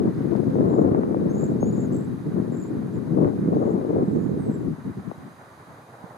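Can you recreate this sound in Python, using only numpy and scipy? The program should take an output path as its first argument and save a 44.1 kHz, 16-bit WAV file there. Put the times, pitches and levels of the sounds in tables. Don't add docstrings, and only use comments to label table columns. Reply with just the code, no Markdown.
import sys
import numpy as np
from scipy import signal
from scipy.fft import rfft, irfft
from scipy.io import wavfile
from scipy.ndimage import uniform_filter1d

SR = 44100
rng = np.random.default_rng(int(sys.argv[2]) if len(sys.argv) > 2 else 0)


def to_wav(sig):
    pcm = np.clip(np.atleast_2d(sig), -1, 1) * 32767
    pcm = np.round(pcm).astype(np.int16)
    wavfile.write(sys.argv[1], SR, pcm.T)


N = 272097
TIME = np.arange(N) / SR
BINS_HZ = np.fft.rfftfreq(N, 1 / SR)


def gain_of(db):
    return 10 ** (np.asarray(db) / 20)


def unit_rms(x):
    return x / np.sqrt(np.mean(x ** 2) + 1e-20)


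def curve_at(points, hz=BINS_HZ):
    freq_hz, values = np.transpose(points)
    return np.interp(np.log(hz + 1), np.log(freq_hz + 1), values)


def automation(rows, t=TIME):
    time_s, *lanes = np.transpose(rows)
    return [np.interp(t, time_s, lane) for lane in lanes]


def add(mix, start_s, sound):
    part = mix[..., max(round(start_s * SR), 0):][..., :sound.shape[-1]]
    part += sound[..., :part.shape[-1]]


def panned(pan_db):
    pair = gain_of(np.array([[.5], [-.5]]) * pan_db)
    return pair / np.sqrt(np.mean(pair ** 2, 0))


def wander(hz):
    return unit_rms(irfft(rfft(rng.standard_normal(N)) * np.exp(-(BINS_HZ / hz) ** 2), N))


def stereo_noise(eq_db, correlation):
    left, independent = rfft(rng.standard_normal((2, N)))
    alike = np.clip(curve_at(correlation), -1, 1)
    right = alike * left + np.sqrt(1 - alike ** 2) * independent
    return unit_rms(irfft(np.array([left, right]) * gain_of(eq_db), N))


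# freq_hz, level_db
HISS_EQ = [(1500, 7), (2700, 2), (4500, 0), (5150, -1), (5450, -9.5), (5800, -5), (6150, 1.5), (7200, -4),
           (8400, -6), (9100, -2), (10600, -3), (12800, -8.5), (14000, -12), (15300, -12)]
# freq_hz, correlation
HISS_IMAGE = [(3000, 0.071), (4500, 0.32), (6500, 0.55), (15000, 0.73)]
# centre_hz, width_hz, boost_db
HISS_WHINES = [(2424, 76, 8.5), (3844, 120, 6), (4040, 660, 2.5), (4890, 130, 3), (10140, 200, 2.5)]
# time_s, level_db
HISS_FADER = [(0, -60), (.45, -58.5), (.97, -61), (1.4, -59), (3.3, -60), (6.17, -60)]


def hiss():
    whines_db = sum(db * np.exp(-(2 * (BINS_HZ - hz) / width) ** 2) for hz, width, db in HISS_WHINES)
    return gain_of(automation(HISS_FADER)[0]) * stereo_noise(curve_at(HISS_EQ) + whines_db, HISS_IMAGE)


# time_s, level_db
ROAD_FADER = [(0, -47), (2.2, -49), (6.17, -49)]
# freq_hz, level_db
ROAD_EQ = [(30, -18), (60, -4), (125, 11), (200, 4), (330, 1), (600, -15), (900, -3), (1200, 0.2),
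           (1500, -2), (2000, -8), (2300, -17), (2700, -34), (4000, -69)]
# freq_hz, correlation
TRAFFIC_IMAGE = [(60, 0.62), (130, 1), (300, 1), (640, 0.74), (1400, 0), (2500, 0.38)]
# time_s, level_db
CAR_FADER = [(5.3, -51), (5.7, -51), (5.95, -48), (6.17, -44.5)]
# freq_hz, level_db
CAR_EQ = [(60, -40), (200, -1.5), (500, 4.5), (800, 5.5), (1100, 2), (1600, -16), (4000, -64)]


def traffic(waver_db=1.28, road_pan_db=-2.5):
    road = gain_of(automation(ROAD_FADER)[0]) * stereo_noise(curve_at(ROAD_EQ), TRAFFIC_IMAGE)
    car = gain_of(automation(CAR_FADER)[0]) * stereo_noise(curve_at(CAR_EQ), TRAFFIC_IMAGE)
    return (road * panned(road_pan_db) + car) * gain_of(waver_db * wander(26))


# time_s, level_db
RUSTLE_FADER = [(0, -66.5), (.35, -66.5), (.9, -73), (2.5, -74.5), (3.6, -73), (5, -82)]
# freq_hz, level_db
RUSTLE_EQ = [(1200, -25), (2200, 0.5), (3000, -2.5), (5000, -4.5), (5800, -15.5), (12000, -22)]


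def rustle(flicker_db=4.0, flicker_hz=70):
    flicker = unit_rms(gain_of(flicker_db * wander(flicker_hz)))
    return gain_of(automation(RUSTLE_FADER)[0]) * flicker * stereo_noise(curve_at(RUSTLE_EQ), HISS_IMAGE)


# time_s, level_db, edge_db, pan_db
GUST_LANES = [(0, -22.5, -10.5, 4), (.09, -23, -13, 2.5), (.14, -26, -23, 1), (.38, -23, -12.5, 13),
              (.5, -25.5, -17, 1), (.62, -20.5, -7, 3), (.88, -20, -8, 5.5), (1.06, -24.5, -8.5, 3),
              (1.5, -24, -16, 2.5), (1.93, -23.5, -17, 4.5), (2.18, -33, -25.5, 2.5),
              (2.26, -29.5, -20.5, 0), (2.42, -26, -14.5, 7.5), (2.6, -31, -18, 4), (2.77, -28.5, -19, 1.5),
              (3.01, -29, -21, 6.5), (3.25, -17, -10.5, 4.5), (3.31, -29, -9, 8), (3.42, -23.5, -21, -5.5),
              (3.63, -21, -3, 5), (3.83, -26.5, -8, 3.5), (3.96, -22.5, -6.5, 2.5), (4.25, -25, -19, -9.5),
              (4.55, -28.5, -16.5, 0), (4.71, -24.5, -29, 8.5), (4.76, -37.5, -28, 7)]
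# centre_s, level_db, pan_db
LULL_PUFFS = [(4.883, -28, 3), (4.988, -31.5, -0.5), (5.079, -34, 21), (5.19, -40.5, -5), (5.265, -38.5, 1),
              (5.7, -50, 0)]


def gust(fall_db_per_s=33, puff_s=0.034, lull_edge_db=-43, dulling_s=0.092):
    level_db, edge_db, pan_db = automation(GUST_LANES)
    lull_s = np.maximum(TIME - GUST_LANES[-1][0], 0)
    power = (gain_of(level_db - fall_db_per_s * lull_s) * panned(pan_db)) ** 2
    for centre_s, db, puff_pan_db in LULL_PUFFS:
        puff = gain_of(db) * np.exp(-((TIME - centre_s) / puff_s) ** 2)
        power += (puff * panned(puff_pan_db)) ** 2
    left, right = power + 1e-20
    edge_db += (lull_edge_db - edge_db) * np.minimum(lull_s / dulling_s, 1)
    return 10 * np.log10((left + right) / 2), 10 * np.log10(left / right), edge_db


# freq_hz, level_db
WIND_EQ = [(25, -26), (48, -20), (65, -21), (90, -7.5), (125, -1), (180, 2), (250, 1.5), (330, -1),
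           (450, -7.5), (600, -17.5), (800, -25), (1200, -34.5), (2000, -59.5), (4000, -86)]


def wind(trim_db=0.31, split_hz=370, throb_hz=60, bass_throb_db=2.0, edge_throb_db=3,
         edge_boost_db=8.0, edge_pan_db=3.0, surge_db=1.3, surge_hz=14):
    gust_db, pan_db, edge_db = gust()
    flow = rfft(stereo_noise(curve_at(WIND_EQ), correlation=[(100, 0.64), (350, 0.31), (850, 0.95)]))
    lowpass = 1 / (1 + (BINS_HZ / split_hz) ** 4)
    bass = unit_rms(irfft(flow * lowpass, N))
    edge = unit_rms(irfft(flow * (1 - lowpass), N))
    throb = np.array([wander(throb_hz), wander(throb_hz)])
    throb += 0.82 * wander(throb_hz)
    throb = np.clip(unit_rms(throb - uniform_filter1d(throb, SR // 10)), -2, 2)
    edge_throb = unit_rms(throb + wander(120))
    bass = bass * unit_rms(gain_of(bass_throb_db * throb)) * panned(pan_db)
    edge = edge * unit_rms(gain_of(edge_throb_db * edge_throb)) * panned(pan_db + edge_pan_db)
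    edge_gain = gain_of(edge_db + edge_boost_db)
    blend = (bass + edge_gain * edge) / np.sqrt(1 + edge_gain ** 2)
    surge = wander(surge_hz)
    surge = unit_rms(surge - uniform_filter1d(surge, SR // 5))
    return gain_of(gust_db + trim_db + surge_db * surge) * blend


# start_s, level_db, start_pitch_hz, pan_db
BUFFET_HITS = [(0.067, -20, 320, -6), (.352, -15, 910, 9), (.555, -16.5, 830, 10), (0.792, -11, 834, 6),
               (.947, -14, 1185, 1.5), (0.991, -9, 470, 5), (1.034, -21, 1410, 5.5),
               (1.145, -16.5, 1100, 6), (1.628, -10.5, 910, 8.5), (2.398, -8, 365, 3.5),
               (2.521, -15, 497, 9.5), (3.186, -10.5, 710, 7), (3.228, -12.5, 413, 0),
               (3.246, -19.5, 1390, 3.5), (3.278, -16, 744, 9), (3.568, -11, 724, 3), (3.737, -12, 514, 4),
               (4.168, -9.5, 390, -7), (4.496, -14, 494, 17), (4.681, -14, 330, 5), (4.875, -25, 414, 8),
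               (5.076, -18.5, 256, 14), (5.114, -23, 1190, 8), (6.037, -26.5, 305, -15)]


def buffets(trim_db=-1, slowing_s=0.003, end_hz=165, fade_s=0.0077):
    out, t = np.zeros((2, N)), np.arange(SR // 25) / SR
    for start_s, db, start_hz, pan_db in BUFFET_HITS:
        cycles = np.cumsum(end_hz + (start_hz - end_hz) * np.exp(-t / slowing_s)) / SR
        attack = 1 - np.exp(-(2 * cycles) ** 2)
        thump = attack * np.exp(-(t / fade_s) ** 2) * np.sin(2 * np.pi * cycles)
        add(out, start_s, gain_of(db + trim_db) * panned(pan_db) * thump)
    return out


# freq_hz, lag_rad
PORT_PHASE = [(150, -0.5), (340, 1), (750, 2.5), (1500, 3.5), (2200, 1.5)]


def ports(pressure):
    left, right = pressure
    lag_rad = curve_at(PORT_PHASE, np.fft.rfftfreq(2 * N, 1 / SR))
    return np.array([left, irfft(rfft(right, 2 * N) * np.exp(-1j * lag_rad))[:N]])


def thicket(calls, leaves_db, leaves_t60_s=0.11, yard_db=-17, yard_t60_s=.4, echoes_per_s=3000):
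    t = np.arange(SR // 2) / SR
    shape = (2, 2, len(t))
    taps = rng.standard_normal(shape) * (rng.random(shape) < echoes_per_s / SR) * (t > .002)
    taps = taps + 0.29 * taps[:, ::-1]
    reverb = np.zeros((2, len(t)))
    for echoes, db, t60_s in zip(taps, (leaves_db, yard_db), (leaves_t60_s, yard_t60_s)):
        tail = echoes * gain_of(-60 * t / t60_s)
        reverb += gain_of(db) * tail / np.linalg.norm(tail[0])
    return calls + signal.fftconvolve(calls[None], reverb, axes=1)[:, :N]


def syrinx(pitch_hz, octave_db):
    phase = 2 * np.pi * np.cumsum(pitch_hz) / SR
    return np.sqrt(2) * (np.sin(phase) + gain_of(octave_db) * np.sin(2 * phase))


# time_s, pitch_hz, level_db
WHISTLE_CONTOUR = [(4.38, 8560, -66), (4.41, 8620, -64), (4.465, 8000, -66.5), (4.49, 7800, -70),
                   (4.55, 7620, -63), (4.585, 7520, -74), (4.64, 7200, -78)]


def whistle(jitter_hz=35, flutter_db=2, octave_db=-17):
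    span = np.arange(round(WHISTLE_CONTOUR[0][0] * SR), round(WHISTLE_CONTOUR[-1][0] * SR))
    hz, db = automation(WHISTLE_CONTOUR, TIME[span])
    tone = syrinx(hz + jitter_hz * wander(250)[span], octave_db)
    out = np.zeros(N)
    out[span] = tone * gain_of(db + flutter_db * wander(80)[span]) * signal.windows.tukey(len(span), .06)
    return out


def chip_syllables(start_s=1.93, count=7, every_s=.0198, length_s=0.012, pitch_hz=7610,
                   glide_hz=780, sag_hz=680, level_db=-52.5, hold_s=.042, fade_s=0.016, weakest=0.28):
    for t in np.arange(count) * every_s:
        effort = weakest + (1 - weakest) * np.exp(-max(t - hold_s, 0) / fade_s)
        bend = np.sqrt(effort)
        db = level_db + 20 * np.log10(effort)
        yield start_s + t, length_s, pitch_hz, glide_hz * bend, sag_hz * bend, db


# start_s, arch_count, pair_s, pitch_hz, climb_hz, depth_ratio, peak_db, peak_fraction, fade_db
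TRILL_CUES = [(0.69, 8, 0.038, 7020, 0, 0.54, -63.5, .9, 0.5),
              (1.334, 12, 0.036, 7120, 480, 1, -53, 0.44, 13), (1.75, 8, 0.03, 6850, 0, 1, -53, 0.4, 3),
              (2.529, 9, .038, 7100, -8, 0.7, -57.5, 0.26, 0), (2.945, 3, .038, 7050, 0.5, .8, -62.5, 0, 3),
              (3.587, 10, 0.033, 7020, 500, 1, -68.5, .55, 2), (4.057, 7, .042, 7600, 0, .4, -72, .3, 2),
              (4.171, 8, .036, 7000, 453.5, 1, -70, .4, 4)]


def trill_syllables(climb_s=0.084, low_share=0.43, low_glide_hz=-130, low_sag_hz=272,
                    high_share=0.37, high_step_hz=500, high_sag_hz=400, high_db=-2):
    for start_s, arch_count, pair_s, pitch_hz, climb_hz, depth, peak_db, peak_at, fade_db in TRILL_CUES:
        for k in range(arch_count):
            t = k * pair_s / 2
            hz = pitch_hz - climb_hz * np.exp(-t / climb_s)
            db = peak_db - fade_db * (2 * (k / (arch_count - 1) - peak_at)) ** 2
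            if k % 2:
                yield start_s + t, low_share * pair_s, hz, depth * low_glide_hz, depth * low_sag_hz, db
            else:
                high_hz = hz + depth * high_step_hz
                yield start_s + t, high_share * pair_s, high_hz, 0, depth * high_sag_hz, db + high_db


# start_s, length_s, pitch_hz, level_db
LEAD_IN_NOTES = [(1.295, .028, 6420, -57), (1.603, 0.047, 6560, -51.5), (1.65, 0.057, 6840, -54),
                 (1.725, 0.017, 7020, -52.5), (3.556, .017, 6400, -67), (4.14, .035, 6320, -69)]


def syllables(scatter_hz=45, glide_scatter_hz=130, scatter_db=2.3, lead_glide_hz=40, lead_sag_hz=20):
    for centre_s, length_s, hz, glide_hz, sag_hz, db in [*trill_syllables(), *chip_syllables()]:
        hz += scatter_hz * rng.standard_normal()
        glide_hz += glide_scatter_hz * rng.standard_normal()
        db += scatter_db * rng.standard_normal()
        yield centre_s, length_s, hz, glide_hz, sag_hz, db
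    for start_s, length_s, hz, db in LEAD_IN_NOTES:
        yield start_s + length_s / 2, length_s, hz, lead_glide_hz, lead_sag_hz, db


def trills(trim_db=-1.5, jitter=0.36, flutter_db=3.5, hook=1.2, spill_s=0.0019,
           octave_db=-25, bright_db=11, near_db=-62, far_db=-71):
    stems, shake, flutter = np.zeros((2, N)), wander(350), wander(300)
    for centre_s, length_s, hz, glide_hz, sag_hz, db in syllables():
        half_s = length_s / 2 + spill_s
        span = np.arange(round((centre_s - half_s) * SR), round((centre_s + half_s) * SR))
        position = np.linspace(-1, 1, len(span))
        droop = position ** 2 + hook * (position ** 4 - .12) + jitter * shake[span]
        pitch_hz = hz + glide_hz * position / 2 - sag_hz * droop
        upsweep = np.clip(glide_hz / 350, 0, 1) ** 2
        tone = syrinx(pitch_hz, octave_db + bright_db * upsweep)
        strain = min(.3 + sag_hz / 350, 1.2)
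        loudness = gain_of(db + trim_db + strain * flutter_db * flutter[span])
        note = tone * loudness * signal.windows.tukey(len(span), 0.33)
        far = np.interp(db, [far_db, near_db], [1, 0])
        stems[:, span] += np.outer([1 - far, far], note)
    return stems


def scene(far_trim_db=-1.0):
    near, far = trills()
    birds = thicket(near + whistle(), leaves_db=-8) + gain_of(far_trim_db) * thicket(far, leaves_db=-2)
    return birds + ports(wind() + buffets()) + rustle() + traffic() + hiss()


def record(dry, low_cut_hz=68, high_cut_hz=15600):
    low_cut = signal.butter(3, low_cut_hz, "highpass", fs=SR, output="sos")
    high_cut = signal.firwin(511, high_cut_hz, window=("kaiser", 9), fs=SR)
    return signal.oaconvolve(signal.sosfilt(low_cut, dry), high_cut[None], "same")


dry = scene()
out = record(dry)
to_wav(out)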